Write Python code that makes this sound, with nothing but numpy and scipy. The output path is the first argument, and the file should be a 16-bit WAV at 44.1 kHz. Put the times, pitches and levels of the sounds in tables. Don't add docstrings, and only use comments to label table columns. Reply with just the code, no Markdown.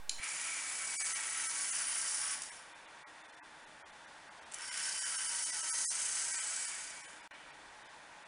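import sys
import numpy as np
from scipy import signal
from scipy.fft import rfft, irfft
from scipy.io import wavfile
from scipy.ndimage import uniform_filter1d

SR = 44100
rng = np.random.default_rng(int(sys.argv[2]) if len(sys.argv) > 2 else 0)


def boost(x):
    u = np.asarray(x, float) / 20
    return 10 ** u


def bounce(signal):
    frames = np.transpose(np.atleast_2d(signal))
    limited = np.clip(frames, -1, 1)
    pcm = np.round(limited * 32767).astype(np.int16)
    wavfile.write(sys.argv[1], SR, pcm)


N = 364707
T = np.arange(N) / SR
BACK_START_S = 4.6


def unit(x):
    return x / np.sqrt(np.mean(x ** 2))


def ring(x, hz, width_hz):
    return signal.lfilter(*signal.iirpeak(hz, hz / width_hz, SR), x)


def walk(rate_hz):
    hold_ms = int(1000 / rate_hz)
    held = np.repeat(rng.standard_normal(int(N / SR * rate_hz * 1.1) + 2), hold_ms)
    smooth = uniform_filter1d(uniform_filter1d(held, hold_ms), hold_ms)
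    return 1.3 * np.interp(T * 1000, np.arange(len(held)), smooth)


def after(start_s, fall_s):
    return (T > start_s) * np.exp(-np.maximum(T - start_s, 0) / fall_s)


def teeth(scatter_db, rotor_hz, rotor_depth, gear_hz, gear_db, bump_db):
    impact_db = scatter_db * np.repeat(rng.exponential(size=N // 16 + 1), 16)[:N]
    rotor_speed = rotor_hz * (1 + 0.034 * walk(3))
    rotor_turn = np.cos(2 * np.pi * np.cumsum(rotor_speed) / SR)
    gear_speed = gear_hz * (1 + 0.08 * walk(2.0))
    gear_turn = np.cos(2 * np.pi * np.cumsum(gear_speed) / SR)
    press = (1 + rotor_depth * rotor_turn) * boost(gear_db * gear_turn + bump_db * walk(40))
    return boost(impact_db) * press


# (time [s], share of the way [0 to 1])
PLACES = [
    (.22, 0),
    (2.42, 1),
    (4.6, 1),
    (6.95, .16),
]


def body(force, modes, beams, flicker_db):
    out, power = 0, 0
    way = np.interp(T, *np.transpose(PLACES))
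    back = T > BACK_START_S - 1
    for (hz, width_hz), (place, db, loss_db, back_db) in zip(modes, beams):
        share = boost(db - loss_db * abs(way - place) + back_db * back) * np.sqrt(width_hz)
        struck = force * rng.standard_normal(N)
        for _ in range(2):
            struck = ring(struck, hz, 1.5 * width_hz)
        out = out + share * boost(flicker_db * walk(12)) * unit(struck)
        power = power + share ** 2
    return out / np.sqrt(power)


# (time [s], whirr level [dB])
DRIVES = [
    [(.18, -54), (.215, -53.5), (.235, -42), (1.75, -37.5), (2.33, -37.5), (2.4, -48.5), (2.46, -49.5),
     (2.62, -60.5), (2.8, -74)],
    [(4.5, -77), (4.57, -60), (4.62, -47), (4.8, -40), (6.1, -37), (6.68, -39.5), (6.76, -44), (7.1, -56),
     (7.27, -74)],
]
# (time [s], level [dB])
GROWL_SURGES = [
    (.19, 5),
    (2.36, -2.5),
    (4.53, 5),
    (6.7, 0.5),
]


def levels():
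    cruise_db, growl_slope, back_db = -41, 0.49, -2
    surge_fall_s = 0.52
    effort_db = np.maximum(*(np.interp(T, *np.transpose(run), -200, -200) for run in DRIVES))
    growl_db = -47.5 + growl_slope * (effort_db - cruise_db) + back_db * (T > BACK_START_S)
    for start_s, db in GROWL_SURGES:
        growl_db = growl_db + db * after(start_s, surge_fall_s)
    settle_t60_s = 1.2
    settle = boost(-54) * after(7.3, settle_t60_s / np.log(1000))
    return boost(growl_db) + settle, boost(effort_db)


# (pitch [Hz], width [Hz])
CHASSIS_MODES = [(945, 30), (1130, 18), (1320, 18), (1540, 130), (1930, 110), (2255, 45), (2320, 200),
                 (3020, 140), (2100, 2400)]
# (share of the way [0 to 1], level there [dB], loss over the whole way [dB], added in reverse [dB])
CHASSIS_BEAMS = [(0.7, -5, 28, 6), (.9, 0, 23, -12), (0.51, 3.5, 15, -2.5), (.85, -4.5, 6.5, 3.5),
                 (.55, -5, 2.5, 1.5), (0.21, 3.5, 16, -1.5), (.76, -23, -29.5, -.7), (.8, -7, 8, 5),
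                 (.71, -11, -2.5, 0.26)]
# (pitch [Hz], width [Hz])
BOARD_MODES = [(4780, 170), (5420, 110), (5650, 120), (6320, 180), (7030, 150), (7340, 80), (7760, 130),
               (8490, 130), (9270, 250), (9700, 380), (10200, 350), (7600, 5600)]
# (share of the way [0 to 1], level there [dB], loss over the whole way [dB], added in reverse [dB])
BOARD_BEAMS = [(0.42, -12, -17, 2.5), (0.31, -21, -31, 7), (0.3, -18.5, -26, -1), (.55, -2, 33, 3.5),
               (0.043, -1, 14.5, .7), (0.31, -13, 29, -17), (.33, 2.5, 34, 2.5), (.42, -5.5, 18, 7.5),
               (.5, -9.5, -18.5, 1.5), (.75, 5, 14.5, -4), (0.73, -10.5, -13.5, -8), (.66, -8, -5.5, 0.5)]


def motors():
    growl = body(teeth(1.4, 1130, 0.23, 24, 1.0, 1.1), CHASSIS_MODES, CHASSIS_BEAMS, 0.85)
    growl = signal.sosfilt(signal.butter(2, (900, 3600), "band", fs=SR, output="sos"), growl)
    whirr = body(teeth(1.6, 305, 0.1, 30, 1.2, 0.44), BOARD_MODES, BOARD_BEAMS, 0.95)
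    whirr = signal.sosfilt(signal.butter(4, 4100, "high", fs=SR, output="sos"), whirr)
    growl_gain, whirr_gain = levels()
    return growl_gain * growl + whirr_gain * whirr


def burst(t60_s):
    t = T[:2000]
    attack = np.minimum(t / 0.0006, 1)
    return rng.standard_normal(len(t)) * attack * boost(-60 * t / t60_s) / 2


# (time [s], peak level [dB], level of the duller part [dB])
GEAR_KNOCKS = [(.2885, -30, -20), (2.3274, -29, -20), (2.3695, -33, -18), (2.4191, -24.5, -22),
               (2.4348, -32, -14), (4.5154, -43, -8), (4.5207, -35, -4), (4.5368, -34, -18),
               (4.5424, -25.5, -14), (4.585, -37, -10), (4.6084, -36, -12), (4.677, -32, -12),
               (4.728, -30, -10), (4.776, -27, -14)]


def knocks():
    out = np.zeros(N)
    for start_s, db, dull_db in GEAR_KNOCKS:
        crack = burst(0.022)
        sound = ring(crack, 9750, 2300) + ring(crack, 7350, 2000)
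        sound = sound + boost(dull_db) * ring(crack, 3200, 2500)
        out[int(start_s * SR):][:len(sound)] += boost(db) * sound / abs(sound).max()
    return out


# (time [s], peak level [dB])
SWITCH_SNAP = [
    (.0933, -17.5),
]
# (pitch [Hz], width [Hz], level [dB])
SHELL_MODES = [(2500, 600, -13), (3150, 600, -10), (4350, 1000, 0), (7000, 1300, -1), (9400, 1600, -4)]


def switch():
    out, crack = np.zeros(N), burst(0.017)
    (start_s, db), = SWITCH_SNAP
    for hz, width_hz, mode_db in SHELL_MODES:
        sound = unit(ring(ring(crack, hz, width_hz), hz, width_hz))
        mode_s = start_s + 3 / hz
        out[int(mode_s * SR):][:len(sound)] += boost(mode_db) * sound
    return boost(db) * out / abs(out).max()


def room(x, t60_s, gap_s, size):
    t, out = T[:SR // 3], np.zeros(N + SR)
    fade = np.sin(np.pi * np.arange(2 * size) / (2 * size))
    padded = np.pad(x, (size, 2 * size))
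    for at in range(0, N, size):
        tail = rng.standard_normal(len(t)) * boost(-60 * t / t60_s) * (t > gap_s)
        tail = tail / np.sqrt(np.sum(tail ** 2))
        echo = signal.fftconvolve(padded[at:at + 2 * size] * fade, tail)
        out[at:at + len(echo)] += echo
    return out[size:size + N]


# (pitch [Hz], level per Hz [dB])
AIR_COLOUR = [(12, -58), (20, -11.5), (125, -17), (440, -11.5), (620, -5.5), (1400, -5), (2230, -12),
              (10100, -22.5)]
# (pitch [Hz], width [Hz], level [dB])
AIR_TONES = [(154.5, 10, -82.5), (244, 80, -78.5), (310.9, 4, -77), (857, 18, -68.5), (936.2, 16, -67.5),
             (1580, 230, -64.5), (1882, 80, -67), (2370, 250, -69), (3518, 36, -72), (9300, 260, -78.5),
             (11100, 1200, -86)]


def air():
    colour_hz, colour_db = np.transpose(AIR_COLOUR)
    hz = np.fft.rfftfreq(N, 1 / SR)
    colour = boost(np.interp(np.log(np.clip(hz, 1, 9900)), np.log(colour_hz), colour_db))
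    dip_hz, dip_width_hz, dip_db = 1264, 90, -4
    colour = colour * boost(dip_db * np.exp(-((hz - dip_hz) / dip_width_hz) ** 2))
    hiss = unit(irfft(rfft(rng.standard_normal(N)) * colour, N))
    out = hiss * boost(-56.5 + 0.61 * walk(5))
    for tone_hz, width_hz, db in AIR_TONES:
        waver = boost(db + 1.6 * walk(4))
        out = out + waver * unit(ring(rng.standard_normal(N), tone_hz, width_hz))
    return out


def scene():
    hits, drive = knocks() + switch(), motors()
    drive_echo = boost(-7.5) * room(drive, 0.21, 0.003, size=9000)
    hits_echo = boost(-5.0) * room(hits, 0.5, 0.0074, size=9000)
    air_fade = boost(np.interp(T, (0, 0.3), (-3.5, 0)))
    mono = drive + hits + drive_echo + hits_echo + air() * air_fade
    return np.array([mono, mono])


# (time [s], frames in a row [count], step over the frame level [dB])
LONG_STALLS = [(.971, 2, 8), (3.04, 2, 9.5), (3.403, 2, 9), (3.83, 2, 6.5), (5.707, 2, 5.5),
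               (5.856, 3, 6.5)]
# (time [s], frames [count], step over the frame level [dB])
SHORT_SLIPS = [(1.035, 1, 10), (1.142, 1, 10), (1.485, 1, 6), (1.72, 1, 5), (2.509, 1, 6.5),
               (2.743, 1, 5.5), (2.872, 1, 3.5), (3.233, 4, 4), (3.661, 1, 3), (3.915, 1, 4), (4.065, 1, 3),
               (4.3, 1, 4), (4.407, 2, 3.5), (4.705, 1, 8), (5.005, 2, 6), (5.175, 1, 7.5), (5.283, 1, 4),
               (5.452, 1, 4.5), (5.518, 1, 9), (5.622, 1, 5.5), (6.329, 3, 4), (6.668, 1, 4.5),
               (7.031, 2, 7), (7.224, 1, 4), (7.33, 1, 5.5), (7.523, 1, 4), (7.841, 2, 3.5),
               (8.246, 1, 3.5)]


def starve(x):
    frame_s, first_s = 1024 / 48000, 0.011
    hop = round(frame_s * SR)
    n = np.arange(2 * hop) + 0.5
    tones = np.cos(np.pi / hop * np.outer(np.arange(hop) + 0.5, n + hop / 2))
    basis = np.sin(np.pi * n / (2 * hop)) * tones
    starved = []
    for rows, gap in ((LONG_STALLS, 1), (SHORT_SLIPS, 2)):
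        for start_s, count, step_db in rows:
            starved += [(start_s + k * gap * frame_s, step_db) for k in range(round(count))]
    out, last, at = np.append(x, np.zeros(hop)), 0, 0
    source = out.copy()
    for start_s, step_db in sorted(starved):
        frame = round((start_s - first_s) / frame_s)
        if frame == last + 1:
            at = at + hop
        else:
            at = int((first_s + frame * frame_s) * SR) - hop
        last, lines = frame, basis @ source[at:at + 2 * hop]
        band_db = 2.7 * np.repeat(rng.standard_normal(hop // 16 + 1), 16)[:hop]
        step = boost(step_db + 6.0 + band_db) * np.sqrt(2 * np.mean(lines ** 2))
        count = np.floor(abs(lines / step) ** 0.75 + 0.4054)
        kept = np.sign(lines) * step * count ** (4 / 3)
        out[at:at + 2 * hop] += 2 / hop * (kept - lines) @ basis
    return out[:N]


def band_limit(x):
    return signal.sosfilt(signal.butter(12, 15680, fs=SR, output="sos"), x)


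def record(dry):
    hz = np.fft.rfftfreq(N, 1 / SR)
    edge_db = -32 * np.clip((hz - 10050) / 950, 0, 9) ** 2.38 - 30 * (hz > SR / 4)
    x = starve(irfft(rfft(dry[0]) * boost(edge_db), N))
    x = np.where((T > 7.2762) & (T < 7.3088), boost(-31) * x, x)
    opening = np.clip((0.2008 - T) / 0.0015, 0, 1)
    hiss = boost(-68) * rng.standard_normal(N) + boost(-81) * rng.standard_normal((2, N))
    offsets = np.array([[-0.0044], [-0.0074]])
    dither = boost(-103) * unit(ring(rng.standard_normal(N), 14500, 5000))
    dither = dither * (uniform_filter1d(x ** 2, 2048) < boost(-52) ** 2)
    mix = x + dither + opening * (offsets + hiss)
    return band_limit(mix)


dry = scene()
out = record(dry)
bounce(out)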